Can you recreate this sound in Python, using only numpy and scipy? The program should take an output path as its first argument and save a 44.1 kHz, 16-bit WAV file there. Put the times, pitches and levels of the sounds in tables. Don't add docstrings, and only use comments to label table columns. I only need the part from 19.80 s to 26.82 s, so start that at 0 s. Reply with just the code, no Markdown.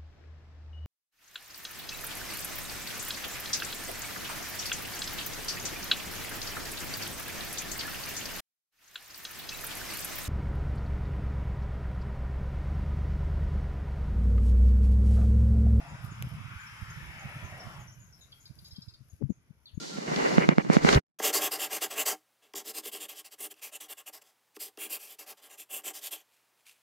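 import sys
import numpy as np
from scipy import signal
from scipy.fft import rfft, irfft, next_fast_len
from scipy.io import wavfile
from scipy.ndimage import map_coordinates

SR = 44100
rng = np.random.default_rng(int(sys.argv[2]) if len(sys.argv) > 2 else 0)


def unload_wav(signal):
    wavfile.write(
        sys.argv[1],
        SR,
        np.round(np.clip(np.atleast_2d(signal).T, -1, 1) * 32767).astype(np.int16),
    )


N = 309566
TIME = np.arange(N) / SR
WRITING_FROM_S = 1.388

# start_s, speed_up_s, slow_down_s, level_db
PEN_STROKES = [(1.387, 0.0056, 0.04, -41.5), (1.411, 0.053, 0.059, -22.5), (1.524, 0.024, 0.066, -22),
               (1.589, 0.06, 0.047, -25.5), (1.707, 0.015, 0.07, -29.5), (1.776, .054, 0.057, -29),
               (1.89, 0.064, 0.043, -31), (2.004, 0.031, 0.043, -28.5), (2.096, 0.02, 0.056, -38),
               (2.147, 0.063, .035, -27), (2.252, 0.016, 0.09, -25), (2.612, 0.024, .085, -63.5),
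               (2.746, 0.019, 0.071, -36.5), (2.835, 0.064, 0.031, -38), (2.927, 0.051, 0.04, -35),
               (3.022, 0.055, 0.031, -37), (3.111, 0.024, 0.074, -38), (3.189, .04, 0.047, -38),
               (3.281, 0.015, 0.059, -41), (3.328, 0.069, .029, -43.5), (3.442, .011, 0.043, -45.5),
               (3.503, 0.03, 0.026, -47.5), (3.576, 0.064, 0.049, -35.5), (3.697, .021, 0.018, -44.5),
               (3.734, 0.066, .015, -60), (3.811, .03, 0.07, -38.5), (3.911, 0.047, 0.025, -39),
               (3.999, .013, 0.068, -42), (4.079, .042, 0.023, -38), (4.164, 0.023, 0.046, -45.5),
               (4.256, 0.024, 0.028, -41), (4.324, .014, 0.068, -46), (4.411, 0.013, 0.011, -52.5),
               (4.42, 0.046, 0.081, -63), (4.74, 0.029, .012, -52.5), (4.788, 0.027, 0.095, -37.5),
               (4.971, 0.064, 0.059, -35), (5.084, 0.052, 0.053, -32.5), (5.181, 0.034, 0.11, -45),
               (5.262, 0.058, 0.043, -45.5), (5.383, 0.012, .066, -44.5), (5.452, 0.056, 0.035, -43),
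               (5.567, .01, 0.057, -59), (5.612, 0.027, 0.066, -50.5), (5.687, 0.033, 0.06, -49),
               (5.768, 0.03, 0.059, -43), (5.887, .061, .072, -34.5), (6.031, 0.042, 0.057, -34),
               (6.13, 0.027, 0.06, -39.5), (6.201, 0.067, 0.034, -36.5), (6.305, 0.019, 0.056, -35.5),
               (6.357, .007, 0.079, -52.5)]
# pitch_hz, width_hz, level_db
SCRATCH_MODES = [(2130, 670, -15), (2740, 315, 3), (3226, 400, 1), (4900, 790, -3), (6090, 470, -3.5)]
FIZZ_MODES = [(7510, 710, 0), (9270, 480, -0.5), (11150, 500, -7.5), (12360, 830, 0.5), (14700, 1700, -8.5)]
# pitch_hz, width_hz, level_db
BOARD_MODES = [(585.6, 79, -1.5), (771.3, 33.3, 4.5), (874, 47, -2.5), (1081, 54, -0.5), (1184, 52, -2.5),
               (1361, 77, -5.5), (1618, 55, -1), (2040, 260, -4.5)]
DEEP_MODES = [(191, 20.4, -17), (225, 28, -11.5), (308.8, 18.5, 1.5), (402.5, 31, 3.5), (468, 50, -2.5)]


def pen_writing(scratch_db=-1.5, fizz_db=-3, board_db=-2, deep_db=-3, unsteady_db=1.09):
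    tip, force = np.zeros(N), np.zeros((2, N))
    for start, rise, fall, db in PEN_STROKES:
        n = int((rise + fall) * SR)
        speed = hand_speed(start, rise, fall, start + np.arange(n) / SR)
        scratch, fizz, board, deep = grip_levels(start + rise, db)
        pressure = amp(unsteady_db * wobble(115.6, n))
        rasp = tip_noise(SCRATCH_MODES, n, edge_hz=1600, drift=0.012, vary_db=4, rough_db=2)
        rasp *= amp(scratch + scratch_db) * speed ** 1.44
        hiss = tip_noise(FIZZ_MODES, n, edge_hz=6100, drift=0.014, vary_db=1.5, rough_db=1.5)
        hiss *= amp(fizz + fizz_db) * speed ** 1.77
        add(tip, start, pressure * (rasp + hiss))
        push = pressure * speed ** 0.81 * friction(250, 1.1, n)
        add(force, start, push * amp([[board + board_db], [deep + deep_db]]))
    ring = clipboard(force[0], BOARD_MODES, edge_hz=164)
    return tip + ring + clipboard(force[1], DEEP_MODES, edge_hz=110)


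# time_s, fizz_db, board_db, deep_db
HAND_GRIP = [(1.45, -2.5, -2.5, -4.5), (1.8, 0, -5.5, -11.5), (2.28, -.5, -3.5, -8.5),
             (2.88, 2.5, -12.5, -11), (3.15, 3, -13, -10), (3.5, 2.5, -14.5, -23), (3.65, 7.5, -13, -13.5),
             (3.85, 3, -12.5, -20), (4.33, 4.5, -10, -19.5), (4.82, 5, -17, -17.5), (5.03, 3.5, -13, -12.5),
             (5.31, 6.5, -17, -24), (5.42, 3, -8, -13), (5.71, 6, -9, -18), (5.8, 6, -19.5, -20.5),
             (6.07, 5, -10, -12), (6.18, 3, -14.5, -21)]


def grip_levels(time_s, db, usual_db=-47.5, fizz_growth=0.26, board_growth=0.74):
    fizz, board, deep = curves(HAND_GRIP, time_s)
    effort = db - usual_db
    bright = fizz + fizz_growth * effort
    scratch = db - 10 * np.log10(1 + amp(bright) ** 2)
    shake = usual_db + board_growth * effort
    return scratch, scratch + bright, shake + board, shake + deep


def tip_noise(modes, n, edge_hz, drift, vary_db, rough_db, fine_db=2.5, fine_hz=170, glide=0.011):
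    chance = rng.standard_normal((len(modes), 2))
    moved = [(hz * (1 + drift * a), width, db + vary_db * b)
             for (hz, width, db), (a, b) in zip(modes, chance)]
    power = lambda f: sum(amp(db) ** 2 / (1 + (2 * (f - hz) / width) ** 2) for hz, width, db in moved)
    colour = lambda f: highpass(f, edge_hz) * np.sqrt(power(f)) * amp(fine_db * ripple(f, fine_hz))
    hiss = filtered(friction(1500, rough_db, n), colour)
    place = np.cumsum(1 + glide * wobble(13, n))
    return unit(map_coordinates(hiss, [place], mode="mirror"))


def clipboard(force, modes, edge_hz):
    board = lambda f: resonances(modes, f) * highpass(f, edge_hz) / np.sqrt(1 + (f / 2500) ** 4)
    average_gain = np.sqrt(np.mean(np.abs(board(np.fft.rfftfreq(SR, 1 / SR))) ** 2))
    return filtered(force, board) / average_gain


# time_s, level_db, board_share_db
PEN_TAPS = [(1.397, -33.5, 2.5), (2.736, -27, -8), (3.148, -24, -17), (3.74, -40, -38), (3.794, -39.5, -28),
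            (4.764, -28.5, -13), (4.973, -27.5, -19), (5.392, -36, -14), (6.019, -44, -14)]


def pen_taps(click_db=2, knock_db=9, deep_db=10, click_fade_s=0.012, knock_fade_s=0.0089, rise_s=0.001):
    click, force = np.zeros(N), np.zeros(N)
    t = np.arange(SR // 10) / SR
    delay_s = 0.002
    for start, db, share_db in PEN_TAPS:
        burst = amp(db) * (1 - np.exp(-t / rise_s)) * rng.standard_normal((2, len(t)))
        add(click, start, burst[0] * amp(click_db - 60 * t / click_fade_s))
        add(force, start + delay_s, burst[1] * amp(share_db - 60 * t / knock_fade_s))
    tick = filtered(click, lambda f: resonances(SCRATCH_MODES, f) + amp(-8) * resonances(FIZZ_MODES, f))
    knock = amp(knock_db) * clipboard(force, BOARD_MODES, edge_hz=170)
    return tick + knock + amp(deep_db) * clipboard(force, DEEP_MODES, edge_hz=170)


# start_s, level_db, treble_db_per_octave, slide_db, slide_s
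FINGER_KNOCKS = [(0.058, -31, -8, -56, .03), (0.185, -17.5, -20, -46, .035), (.582, 2, -1.5, -23, .08),
                 (0.6898, 2, 3.5, -28, 0.053), (0.783, 0, 0, -29, 0.042), (.849, -19, -7.5, -52, .04),
                 (.9003, 0.5, -17, -27, 0.07), (0.968, 2, -3, -32.5, 0.037), (1.0483, -0.5, -1, -23, 0.058),
                 (1.131, -7.5, -2, -24.5, 0.033)]
# pitch_hz, swell_s, left_gain, right_gain
CASE_MODES = [(188, 0.0021, -0.13, 0.73), (380, 0.0008, -0.5, 0.37), (596, 0.00052, -0.33, 0.47),
              (940, 0.00027, -0.59, 0.33), (2160, 0.0011, 0.084, .06), (4630, 0.00017, 0.062, 0.017)]


def finger_knocks(shape=1.4, detune=0.025, lag_s=0.0001, treble_from_hz=700):
    out, t = np.zeros((2, N)), np.arange(SR // 20) / SR
    age = np.maximum([t - lag_s, t + lag_s / 2], 0)
    for start, db, tilt, *_ in FINGER_KNOCKS:
        for hz, swell, left, right in CASE_MODES:
            envelope = (age / swell * np.exp(1 - age / swell)) ** shape
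            tone = np.sin(2 * np.pi * hz * (1 + detune * rng.normal()) * age)
            gain = amp(db + tilt * np.log2(max(hz / treble_from_hz, 1)))
            add(out, start, gain * envelope * tone * [[left], [right]])
    return filtered(out, lambda f: highpass(f, edge_hz=144, order=12))


def finger_slides(rise_share=0.52):
    return sum(amp(db) * hand_speed(start, rise_share * length, (1 - rise_share) * length)
               for start, _, _, db, length in FINGER_KNOCKS)


# time_s, rub_db, hiss_db
FINGER_DRAG = [(0, -46.5, -44), (.16, -43.5, -45.5), (.25, -37, -48), (.32, -29, -43), (.48, -27.5, -41),
               (.56, -27, -42), (.66, -32.5, -48.5), (.75, -43, -56), (.84, -42, -53.5), (.88, -38.5, -57),
               (.945, -31, -35), (1.005, -36.5, -51.5), (1.05, -27, -37), (1.14, -20, -31),
               (1.178, -21, -46.5), (1.197, -42, -60), (1.22, -130, -130)]
# pitch_hz, level_db
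THUD_COLOUR = [(30, -25.5), (105, -31.5), (128, -10), (150, 2.5), (230, -0.5), (340, -2), (520, -24.5),
               (1200, -68.5)]
RUB_COLOUR = [(120, -43), (240, -6.5), (390, 5.5), (780, 0.5), (1300, -2.5), (1750, -4.5), (2200, -8.5),
              (2900, -17.5), (5000, -51)]
HISS_COLOUR = [(1200, -26.5), (2800, -3.5), (4200, 3.5), (7000, 0), (9000, -13), (12000, -19.5),
               (16000, -34)]
# pitch_hz, width_hz, level_db
HOLLOW_MODE = [(2130, 470, 0)]


def finger_rubbing(thud_db=-6, rub_db=-0.5, ring_db=-15, patchy_db=2, usual_db=-26, thud_growth=0.65):
    drag, hiss = amp(curves(FINGER_DRAG))
    slides = finger_slides()
    rub = np.hypot(drag, slides)
    thud = amp(usual_db) * (rub / amp(usual_db)) ** thud_growth * (TIME < WRITING_FROM_S)
    sound = amp(thud_db) * thud * skin_noise(THUD_COLOUR, rate_hz=55, rough_db=5)
    patchy_rub = rub * amp(rub_db + patchy_db * wobble(45))
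    sound += patchy_rub * skin_noise(RUB_COLOUR, rate_hz=300, rough_db=2, fine_db=2.5)
    sound += hiss * skin_noise(HISS_COLOUR, rate_hz=500, rough_db=1)
    ring = unit(filtered(friction(300, 2.5), lambda f: resonances(HOLLOW_MODE, f) ** 2))
    return sound + amp(ring_db) * slides * ring


# pitch_hz, likeness
PORT_LIKENESS = [(100, .5), (250, -0.11), (600, -0.84), (1400, -0.67), (3000, 0.092), (7000, 0.21),
                 (15000, 0)]


def skin_noise(spectrum, rate_hz, rough_db, fine_db=1, fine_hz=220):
    turn = lambda f: np.arccos(np.clip(along(PORT_LIKENESS, f), -1, 1)) / 2
    colour = lambda f: amp(along(spectrum, f) + fine_db * ripple(f, fine_hz) * highpass(f, edge_hz=440))
    pair = np.array([friction(rate_hz, rough_db), friction(rate_hz, rough_db)])
    mid, side = filtered(pair, lambda f: colour(f) * [np.cos(turn(f)), np.sin(turn(f))])
    return unit(np.array([mid + side, mid - side]))


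# start_s, rise_s, fall_s, level_db
FINGER_SQUEAKS = [(-.04, 0.047, 0.052, -50), (0.101, 0.043, 0.052, -49.5)]


def finger_squeaks(pitch_hz=1388, waver_hz=14):
    tone = np.sin(2 * np.pi * np.cumsum(pitch_hz + waver_hz * wobble(76)) / SR)
    return tone * sum(amp(db) * hand_speed(start, rise, fall) for start, rise, fall, db in FINGER_SQUEAKS)


# time_s, level_db, pitch_hz
CASE_CREAKS = [(0.361, -26.5, 3230), (.6905, -26, 2000), (.932, -29.5, 6400), (1.0882, -9, 1390),
               (1.089, -15, 3200), (1.128, -20, 3500), (1.147, -19.5, 3400)]


def case_creaks(fade_s=0.019, width_share=0.88):
    out, t = np.zeros((2, N)), np.arange(SR // 20) / SR
    for start, db, hz in CASE_CREAKS:
        colour = lambda f: resonances([(hz, width_share * hz, 0)], f) ** 2 / (1 + (f / 9000) ** 4)
        crack = unit(filtered(rng.standard_normal((2, len(t))), colour))
        add(out, start, crack * amp(db - 60 * t / fade_s))
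    return out


def palm_bump(bump_db=-19, press_db=-41):
    # pitch_hz, level_db
    colour = [(20, -13.5), (45, -2), (70, -3), (95, -8.5), (155, -2), (260, -11.5), (600, -58)]
    press = amp(press_db) * hand_speed(0.96, 0.19, 0.034)
    bump = amp(bump_db) * hand_speed(1.149, 0.011, 0.038)
    return coloured(rng.standard_normal(N), colour) * (press + bump)


# pitch_hz, level_db
PAPER_COLOUR = [(300, -27.5), (1900, -5), (2450, 4), (3400, -2.5), (5500, -5), (10000, -4.5), (13000, -5.5),
                (16000, -18.5)]
# time_s, level_db
PAPER_PULL = [(6.44, -83), (6.55, -71.5), (6.72, -88), (6.795, -73), (6.843, -82), (6.865, -58.5),
              (6.9, -56.5), (6.95, -70.5), (7.01, -77)]


def sliding_sheet():
    whisper = coloured(friction(400, 2.5), PAPER_COLOUR)
    level_db, = curves(PAPER_PULL)
    return whisper * amp(level_db) * (TIME > PAPER_PULL[0][0])


# pitch_hz, level_db
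AIR_COLOUR = [(30, -24), (200, -5), (800, 1), (2000, -2.5), (6000, -8), (15500, -9.5)]
# time_s, level_db
AIR_LEVEL = [(1.39, -53), (2.33, -57.5), (2.39, -73), (7, -72)]


def office_air(hum_hz=120, hum_db=-21):
    air = coloured(rng.standard_normal(N), AIR_COLOUR)
    hum = amp(hum_db) * np.sin(2 * np.pi * hum_hz * TIME)
    level_db, = curves(AIR_LEVEL)
    return amp(level_db) * (air + hum)


def room_echo(x, fade_s=0.19, echo_db=-19):
    t = np.arange(SR // 2) / SR
    tail = rng.standard_normal(len(t)) * amp(-60 * t / fade_s)
    return x + amp(echo_db) * signal.fftconvolve(x, tail / np.linalg.norm(tail))[:N]


def hand_speed(start, rise, fall, t=TIME):
    return np.sin(np.interp(t - start, [0, rise, rise + fall], [0, np.pi / 2, np.pi])).clip(0)


def friction(rate_hz, rough_db, n=N):
    return unit(rng.standard_normal(n) * amp(rough_db * wobble(rate_hz, n)))


def wobble(rate_hz, n=N):
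    return map_coordinates(rng.standard_normal(int(n * rate_hz / SR) + 4), [np.arange(n) * rate_hz / SR])


def ripple(f, spacing_hz):
    return map_coordinates(rng.standard_normal(int(SR / 2 / spacing_hz) + 4), [f / spacing_hz])


def resonances(modes, f):
    return sum((-1) ** k * amp(db) * 1j * f * width / (hz * hz - f * f + 1j * f * width)
               for k, (hz, width, db) in enumerate(modes))


def highpass(f, edge_hz, order=4):
    return (f / edge_hz) ** order / np.sqrt(1 + (f / edge_hz) ** (2 * order))


def filtered(x, response):
    n = x.shape[-1]
    padded = next_fast_len(n + 8192)
    return irfft(rfft(x, padded) * response(np.fft.rfftfreq(padded, 1 / SR)), padded)[..., :n]


def coloured(noise, colour):
    return unit(filtered(noise, lambda f: amp(along(colour, f))))


def along(points, hz):
    pitches, values = np.transpose(points)
    return np.interp(np.log(hz + 1), np.log(pitches + 1), values)


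def curves(rows, t=TIME):
    times, *columns = np.transpose(rows)
    return [np.interp(t, times, column) for column in columns]


def amp(db):
    return 10 ** (np.asarray(db) / 20)


def unit(x):
    return x / np.sqrt(np.mean(x ** 2) + 1e-20)


def add(track, start_s, sound):
    i = round(start_s * SR)
    track[..., i:i + sound.shape[-1]] += sound[..., :N - i]


def scene():
    desk = room_echo(pen_writing() + pen_taps() + sliding_sheet()) + office_air()
    skin = (finger_rubbing() + finger_squeaks()) * amp([[-0.5], [0.5]])
    camera = skin + finger_knocks() + case_creaks() + palm_bump()
    return camera + desk * (TIME > WRITING_FROM_S)


def record(dry, top_hz=16050):
    clipped = dry / (1 + np.abs(dry) ** 10) ** (1 / 10)
    return filtered(clipped, lambda f: np.sin(np.pi / 2 * np.clip((top_hz - f) / 500, 0, 1)) ** 2)


dry = scene()
out = record(dry)
unload_wav(out)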